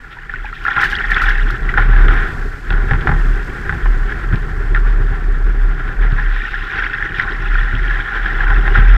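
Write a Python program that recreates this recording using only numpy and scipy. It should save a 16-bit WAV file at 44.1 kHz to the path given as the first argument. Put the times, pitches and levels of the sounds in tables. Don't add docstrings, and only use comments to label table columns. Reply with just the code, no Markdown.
import sys
import numpy as np
from scipy import signal
from scipy.fft import rfft, irfft, next_fast_len
from scipy.io import wavfile
from scipy.ndimage import uniform_filter1d, minimum_filter1d

SR = 44100
rng = np.random.default_rng(int(sys.argv[2]) if len(sys.argv) > 2 else 0)


def file_out(sig):
    cols = np.atleast_2d(sig).T
    lim = np.clip(cols, -1, 1)
    pcm = np.round(lim * 32767).astype(np.int16)
    wavfile.write(sys.argv[1], SR, pcm)


N = 395577
TIME = np.arange(N) / SR


def gain_of(db):
    return 10 ** (np.asarray(db) / 20)


def evened(x):
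    return x / np.sqrt(np.mean(x ** 2) + 1e-20)


def curve(rows):
    seconds, values = np.transpose(rows)
    return np.interp(TIME, seconds, values)


def add(mix, start_s, sound):
    part = mix[max(round(start_s * SR), 0):][:len(sound)]
    part += sound[:len(part)]


def body(points, rings=(), size=8192):
    hz = np.fft.rfftfreq(size, 1 / SR)
    point_hz, point_db = np.transpose(points)
    db = np.interp(np.log(hz + 1), np.log(point_hz + 1), point_db)
    for centre_hz, width_hz, lift_db in rings:
        db = db + lift_db / (1 + (2 * (hz - centre_hz) / width_hz) ** 2)
    both_sides_db = np.r_[db, db[-2:0:-1]]
    log_gain = np.log(gain_of(both_sides_db))
    spectrum = np.exp(np.conj(signal.hilbert(log_gain)))
    return np.fft.ifft(spectrum).real[:size // 2]


def through(x, response):
    return signal.oaconvolve(x, response)[:len(x)]


def dulled(x, hz):
    return signal.lfilter([1], [1, -np.exp(-2 * np.pi * hz / SR)], x)


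def drift(per_s, order=16):
    size = next_fast_len(N // order + 2)
    hz = np.fft.rfftfreq(size, order / SR)
    spectrum = rfft(rng.standard_normal(size)) * np.exp(-(hz / per_s) ** 2)
    slow = evened(irfft(spectrum, size))
    return np.interp(np.arange(N) / order, np.arange(size), slow)


def surges(rows, rise_s, fall_s):
    power = np.zeros(N)
    age = np.arange(SR) / SR
    for start_s, length_s, db in rows:
        rise = 1 - np.exp(-age / rise_s)
        fall = np.exp(-np.maximum(age - length_s, 0) / fall_s)
        add(power, start_s, (gain_of(db) * rise * fall) ** 2)
    return power


def bubble(hz, cycles, glide, size=2048):
    age = np.arange(size) / SR * hz / cycles
    turns = cycles * (age + glide * (age - 1 + np.exp(-age)))
    envelope = np.exp(-age) * (1 - np.exp(-5 * age))
    return np.sin(2 * np.pi * turns) * envelope


def gurgle(per_s, spread_db, low_hz, high_hz, cycles, count=30):
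    out = np.zeros(N)
    for hz in np.geomspace(low_hz, high_hz, count):
        chance, place, strength = rng.random((3, 3000))
        born = chance < per_s * N / SR / count / len(chance)
        strengths = gain_of(spread_db * np.minimum(-np.log(1 - strength), 3))
        births = np.bincount((place * N).astype(int), strengths * born, N)
        pitch_hz = hz * 2 ** (rng.normal() / 20)
        ring_cycles = cycles * (.5 + rng.random())
        ring = bubble(pitch_hz, ring_cycles, glide=0.046 * rng.random(), size=1024)
        out += hz * through(births, ring)
    return evened(out)


def blow(response, decay_s, size=6000):
    push = rng.standard_normal(size) * np.exp(-np.arange(size) / SR / decay_s)
    push[0] = 0.49 * np.linalg.norm(push)
    sound = through(push, response)
    return sound / np.linalg.norm(sound) * np.sqrt(decay_s * SR / 10)


# time in seconds, relative level in dB.
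SURF_LEVEL = [(0, -38), (.55, -32), (.8, -22), (1.35, -21.5), (1.62, -28.5), (1.98, -22), (2.22, -19),
              (2.34, -30), (2.62, -33), (2.8, -27.5), (3.45, -27.5), (4.6, -31), (5.8, -31), (6.6, -23.5),
              (7.0, -24), (7.7, -24), (8.55, -21), (8.97, -21.5)]
# start in seconds, length in seconds, relative level in dB.
BOW_SPLASHES = [(0.285, 0.073, -35), (0.645, 0.1, -25), (0.76, .1, -17.5), (0.9, 0.022, -21.5),
                (1.1, 0.22, -19.5), (1.765, .05, -16), (2.11, 0.022, -17.5), (4.07, 0.14, -31),
                (4.86, .05, -26.5), (6.01, 0.016, -24.5), (6.17, 0.026, -22), (6.74, 0.12, -21.5),
                (7.18, 0.057, -22), (8.74, 0.024, -15)]


def water_level():
    surf_power = gain_of(curve(SURF_LEVEL)) ** 2
    return np.sqrt(surf_power + surges(BOW_SPLASHES, rise_s=0.0063, fall_s=0.031))


# time in seconds, share of the power from 0 to 1.
CLOSE_SHARE = [(0, 0.15), (.55, 0.88), (.7, 0.87), (1.35, 0.72), (1.6, 0.2), (2.15, 0), (2.4, 0.26),
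               (5.9, 0.1), (6.4, 0.71), (7.3, 0.63), (8.97, 0.27)]


def water(case, roar_db=-1, wash_db=-1, dull_hz=2200):
    near = curve(CLOSE_SHARE)
    roar = dulled(rng.standard_normal(N), dull_hz) * gain_of(2.2 * drift(per_s=26))
    wash = gain_of(wash_db) * rng.standard_normal(N)
    bubbles = gurgle(per_s=3000, spread_db=7.5, low_hz=703, high_hz=6404, cycles=5.3)
    splash = (bubbles + wash) * gain_of(3.7 * near * drift(per_s=19))
    colour = body([(300, 1.0), (800, -6), (1350, -3.5), (1800, 2.5), (3500, 0.0),
                   (4800, -2.0), (6500, 0.5), (12000, -14.5)])
    splash = through(splash, colour)
    far = gain_of(roar_db) * np.sqrt(1 - near) * evened(through(roar, case))
    close = np.sqrt(near) * evened(through(splash, case))
    return water_level() * (far + close)


# time in seconds, level in dB before the foam trim.
FOAM_LEVEL = [(0.0, -63.5), (0.37, -64), (0.87, -57), (1.26, -57), (1.93, -58.5), (2.28, -54.5),
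              (2.77, -58), (3.25, -55), (5.43, -61), (7.51, -61), (8.65, -59), (8.75, -59.5), (8.9, -62)]
# frequency in Hz, relative level in dB per Hz.
FOAM_COLOUR = [(2470, -33), (4200, -3.5), (5100, -5.5), (5970, -9.5), (6650, -10), (7560, -10), (8520, -13),
               (9390, -19.5), (10000, -17), (12200, -18.5), (13800, -20.5), (15300, -22)]


def foam(level_db=3):
    bursts = rng.standard_normal(N) * gain_of(1.6 * drift(per_s=320))
    return gain_of(curve(FOAM_LEVEL) + level_db) * evened(through(bursts, body(FOAM_COLOUR)))


# time in seconds, relative level in dB.
BUFFETING = [(0, -42.5), (.75, -32.5), (1.3, -29), (2.1, -18), (2.62, -31), (2.78, -20.5), (3.25, -22.5),
             (3.55, -26), (4.6, -25), (4.85, -23), (5.75, -28), (6.12, -23.5), (6.3, -34), (7.0, -31),
             (7.25, -28), (8.15, -32), (8.45, -23.5), (8.97, -24)]


def rumble(hull, deck, level_db=-1, lumpy_db=3.0, churn_db=-16):
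    push = rng.standard_normal(N) * gain_of(lumpy_db * drift(per_s=53))
    churn = gurgle(per_s=600, spread_db=0.0, low_hz=328.0, high_hz=1289, cycles=7.7, count=14)
    drumming = gain_of(level_db) * evened(through(push, hull))
    churning = gain_of(churn_db) * evened(through(churn, deck))
    return gain_of(curve(BUFFETING)) * (drumming + churning)


# time in seconds, frequency in Hz.
MOUNT_PITCH = [(0.0, 35.06), (2.1, 33.95), (2.27, 31.7), (2.72, 35.6), (7.55, 33.97), (8.22, 38.46),
               (8.32, 34.04), (8.97, 37.5)]
# start in seconds, length in seconds, relative level in dB.
SWELLS = [(1.21, .38, -14.5), (1.75, 0.34, -5.5), (2.66, 0.095, -7.5), (3.1, .27, -11), (3.82, 0.078, -6.5),
          (4.22, 0.093, -13), (4.5, 0.28, -12), (4.77, 0.26, -8), (5.2, 0.16, -10.5), (5.42, 0.23, -8.5),
          (5.96, 0.35, -11.5), (6.35, 0.24, -21), (7.48, 0.16, -13.5), (7.75, 0.17, -15.5),
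          (8.3, 0.22, -13), (8.42, 0.31, -9.5), (8.75, 0.2, -4.5)]


def mount(level_db=-1, flutter_db=1.3, waver=0.0395, over_buffeting_db=7.5, limit_db=-20):
    shaken = gain_of(np.minimum(curve(BUFFETING) + over_buffeting_db, limit_db))
    pushes = (drift(per_s=5.3) + 1j * drift(per_s=7.2)) / np.sqrt(2)
    heave = np.sqrt(surges(SWELLS, rise_s=0.025, fall_s=0.099))
    heave = heave * gain_of(flutter_db * drift(per_s=26))
    hz = curve(MOUNT_PITCH) * (1 + waver * drift(per_s=10.4))
    turns = np.cumsum(hz) / SR
    swing = (heave + shaken * pushes) * np.exp(2j * np.pi * turns)
    return gain_of(level_db) * np.sqrt(2) * swing.real


# start in seconds, length in seconds, level in dB.
DECK_SHEETS = [(0.1, 0.025, -39), (0.53, 0.022, -37), (1.26, 0.032, -35), (4.06, 0.05, -52),
               (6.28, 0.38, -39.5), (6.55, .32, -44), (7.14, 0.061, -33), (7.45, 0.52, -45.5)]


def sheets(case):
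    seethe = rng.standard_normal(N) * gain_of(2.3 * drift(per_s=150))
    colour = body([(500, -31.5), (1600, -18.5), (2600, 0.5), (3500, 2), (5000, -4), (9000, -8)])
    seethe = evened(through(through(seethe, colour), case))
    return np.sqrt(surges(DECK_SHEETS, rise_s=0.014, fall_s=.035)) * seethe


# start in seconds, peak in dB before the plop trims, starting pitch in Hz.
SINGLE_BUBBLES = [(0.169, -31, 955), (0.187, -25, 1790), (0.295, -15.5, 1750), (0.338, -12, 1480),
                  (0.358, -17, 1860), (0.445, -23, 836), (0.456, -23, 2440), (0.528, -17, 1360),
                  (0.652, -8, 1400), (0.665, -7, 1705), (0.682, -5.5, 1406), (0.78, -5.5, 1363),
                  (0.953, -12, 3250), (0.987, -19, 2880), (1.006, -6.5, 1530), (1.117, -4, 1790),
                  (1.145, -15, 3390), (1.219, -6.5, 1350), (1.502, -11.5, 1390), (1.691, -10.5, 1940),
                  (1.74, -7, 1535), (1.962, -10.5, 1650), (6.778, -13.5, 1750), (6.823, -9, 1590),
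                  (7.025, -7.5, 1755), (7.555, -10.5, 1457), (7.909, -8.5, 1670), (8.261, -9, 1620),
                  (8.406, -6.5, 1690)]


def plops(case, level_db=-.5, smack_db=-5, satellites_db=-9, count=3):
    out = np.zeros(N)
    for start_s, peak_db, hz in SINGLE_BUBBLES:
        ring = bubble(hz, cycles=6.2, glide=0.013)
        add(out, start_s, gain_of(peak_db + level_db) * ring / abs(ring).max())
        add(out, start_s, gain_of(peak_db + smack_db) * blow(case, decay_s=0.0025))
        for delay, pitch in rng.random((count, 2)):
            shed = bubble(hz * (.85 + .6 * pitch), cycles=2.8, glide=.03)
            add(out, start_s + 0.013 * delay, gain_of(peak_db + satellites_db) * shed)
    return out


def droplets(level_db=-17):
    drips = gurgle(per_s=34, spread_db=13.5, low_hz=2040, high_hz=6080, cycles=4.7, count=22)
    drips = through(drips, body([(3500, 1), (4300, -8.5), (6000, -16.0)]))
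    thrown = curve(CLOSE_SHARE) ** 4
    return water_level() * gain_of(level_db) * thrown * evened(drips)


# start in seconds, relative level in dB, decay time in seconds.
SPRAY_HANDFULS = [(0.64, -47, .012), (0.813, -35, 0.032), (0.841, -34, 0.024), (0.901, -37.5, 0.025),
                  (1.107, -37, .012), (1.217, -36, 0.028), (1.293, -37, 0.0099), (1.506, -37.5, 0.0082)]


def spray(drops_per_s=1300, mist_db=-22, size=4000):
    out, age = np.zeros(N), np.arange(size) / SR
    shell = body([(800, -15), (1700, -3), (3500, 29), (5800, 17), (7500, 9.5), (15000, 3)])
    for start_s, level_db, decay_s in SPRAY_HANDFULS:
        strength, mist = rng.standard_normal((2, size))
        landing = rng.random(size) < drops_per_s / SR
        drops = .5 * strength * landing + gain_of(mist_db) * mist
        drops[0] = 1
        ticks = through(drops * np.exp(-age / decay_s), shell)
        add(out, start_s, gain_of(level_db) * 2 * ticks)
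    return out


# start in seconds, length in seconds, level in dB.
PADDLE_STROKES = [(0.66, .06, -25.5), (0.755, 0.023, -14), (1.18, 0.11, -24), (1.92, .28, -31.5),
                  (2.72, 0.096, -32), (7.2, 0.074, -27.5), (8.38, .22, -26.5), (8.68, 0.076, -30)]


def strokes(case):
    gulps = gurgle(per_s=1200, spread_db=4.0, low_hz=714, high_hz=1376, cycles=4.4, count=14)
    return np.sqrt(surges(PADDLE_STROKES, rise_s=.012, fall_s=0.027)) * evened(through(gulps, case))


# start in seconds, crack, knock of the deck and thud of the hull
# in dB before the slap trims, clatter length in seconds.
BOW_SLAPS = [(0.764, -3, -24, -23.5, .006), (0.832, 0.5, -45, -26, .005), (1.165, -2, -41, -20, .005),
             (1.775, -1.5, -12, -17, .022), (2.0835, -5, -22, -17, .007), (2.7048, -13, -22.5, -14, 0.046),
             (2.9107, -8.5, -13.5, -4.5, 0.036), (3.072, -3.5, -10.5, -10, .005),
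             (3.091, -12, -10.5, -6, 0.04), (3.694, -6.5, -22, -16.5, 0.0075),
             (3.725, -15.5, -21, -15, .005), (3.8576, -16, -17.5, -35, .008), (4.121, -12, -24, -32, 0.012),
             (4.3256, -14.5, -28, -7, .026), (4.747, -7, -29, -30, 0.034), (6.1236, -31, -46, -11, 0.0074),
             (6.1846, -13, -21, -24, .005), (7.196, -6.5, -29, -31, .005), (7.728, -15, -29, -10.5, 0.029),
             (8.502, -8.5, -13.5, -29, .005), (8.678, -4.5, -18, -20, 0.0052),
             (8.754, -7.5, -31, -19, .006), (8.774, -9, -35, -6.5, 0.015)]


def slaps(case, deck, hull, crack_db=3, knock_db=6, thud_db=4, gap_s=.018, jitter=0.24, count=4):
    out = np.zeros(N)
    bright = through(case, body([(500, -1.0), (1400, 12), (2500, 7.5), (4500, 1.0), (12000, -17.0)]))
    deep = through(hull, body([(40, -9), (70, 0.5), (120, -2.0), (200, -3), (350, -14), (1000, -6.5)]))
    for start_s, crack, knock, thud, clatter_s in BOW_SLAPS:
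        gaps = gap_s * (1 + jitter * rng.standard_normal(count - 1))
        for delay in np.r_[0, np.cumsum(gaps)]:
            hit = gain_of(crack + crack_db) * blow(bright, decay_s=0.0067)
            hit += gain_of(knock + knock_db) * blow(deck, decay_s=0.0095)
            hit += gain_of(thud + thud_db) * blow(deep, decay_s=0.017)
            add(out, start_s + delay, hit * np.exp(-(delay / clatter_s) ** 2))
    return out


# start in seconds, relative level in dB.
HOUSING_CLICKS = [(2.083, -14.5), (2.7041, -14), (2.728, -20), (3.01, -22), (4.327, -29), (4.341, -25),
                  (4.357, -21), (7.752, -15)]


def clicks(case):
    out = np.zeros(N)
    plastic = through(case, body([(500, -17), (1600, -19), (2700, 10), (3800, 7), (6000, -3), (12000, -10)]))
    for start_s, level_db in HOUSING_CLICKS:
        add(out, start_s, gain_of(level_db) * blow(plastic, decay_s=0.003))
    return out


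# frequency in Hz, relative level in dB.
CASE_COLOUR = [(100, -29), (400, -12.5), (580, -26), (910, -31), (1200, -13), (1370, 0.5), (1730, 0.5),
               (2100, -10), (2800, -19.5), (3700, -21), (4200, -32), (5900, -39), (7000, -53.5),
               (15000, -45)]
DECK_COLOUR = [(100, -5.5), (400, -4.5), (600, -9), (900, -14), (1200, -1), (1450, 4.5), (1900, 3),
               (2600, -26.5), (5000, -40), (12000, -63)]
HULL_COLOUR = [(35, -4), (55, -0.5), (85, -5.5), (135, -10.5), (200, -14), (300, -18), (410, -12.5),
               (520, -28.5), (700, -33.5), (1500, -53), (4000, -84)]
# centre in Hz, width in Hz, lift in dB.
CASE_RESONANCES = [(803, 155, 21.5), (1025, 127, 11.5), (3250, 81, 3), (5370, 490, 6)]
HULL_RESONANCES = [(115.5, 19, 7.5), (153.2, 8.5, 10), (261, 14.2, 6), (344, 26, 3)]


def scene():
    case = body(CASE_COLOUR, CASE_RESONANCES)
    deck = body(DECK_COLOUR, CASE_RESONANCES)
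    hull = body(HULL_COLOUR, HULL_RESONANCES)
    surf = water(case) + foam() + sheets(case) + plops(case) + droplets() + spray() + strokes(case)
    boat = rumble(hull, deck) + mount() + slaps(case, deck, hull) + clicks(case)
    return (surf + boat)[None]


def record(dry, edge_hz=15400):
    peak_gain = 1 / np.maximum(abs(dry[0]), 1)
    smooth_gain = uniform_filter1d(minimum_filter1d(peak_gain, size=90), size=90)
    held = dry * smooth_gain
    faded = held * signal.windows.tukey(N, .001)
    low_pass = signal.firwin(511, edge_hz, window=("kaiser", 9), fs=SR)
    return signal.oaconvolve(faded, low_pass[None], "same")


dry = scene()
out = record(dry)
file_out(out)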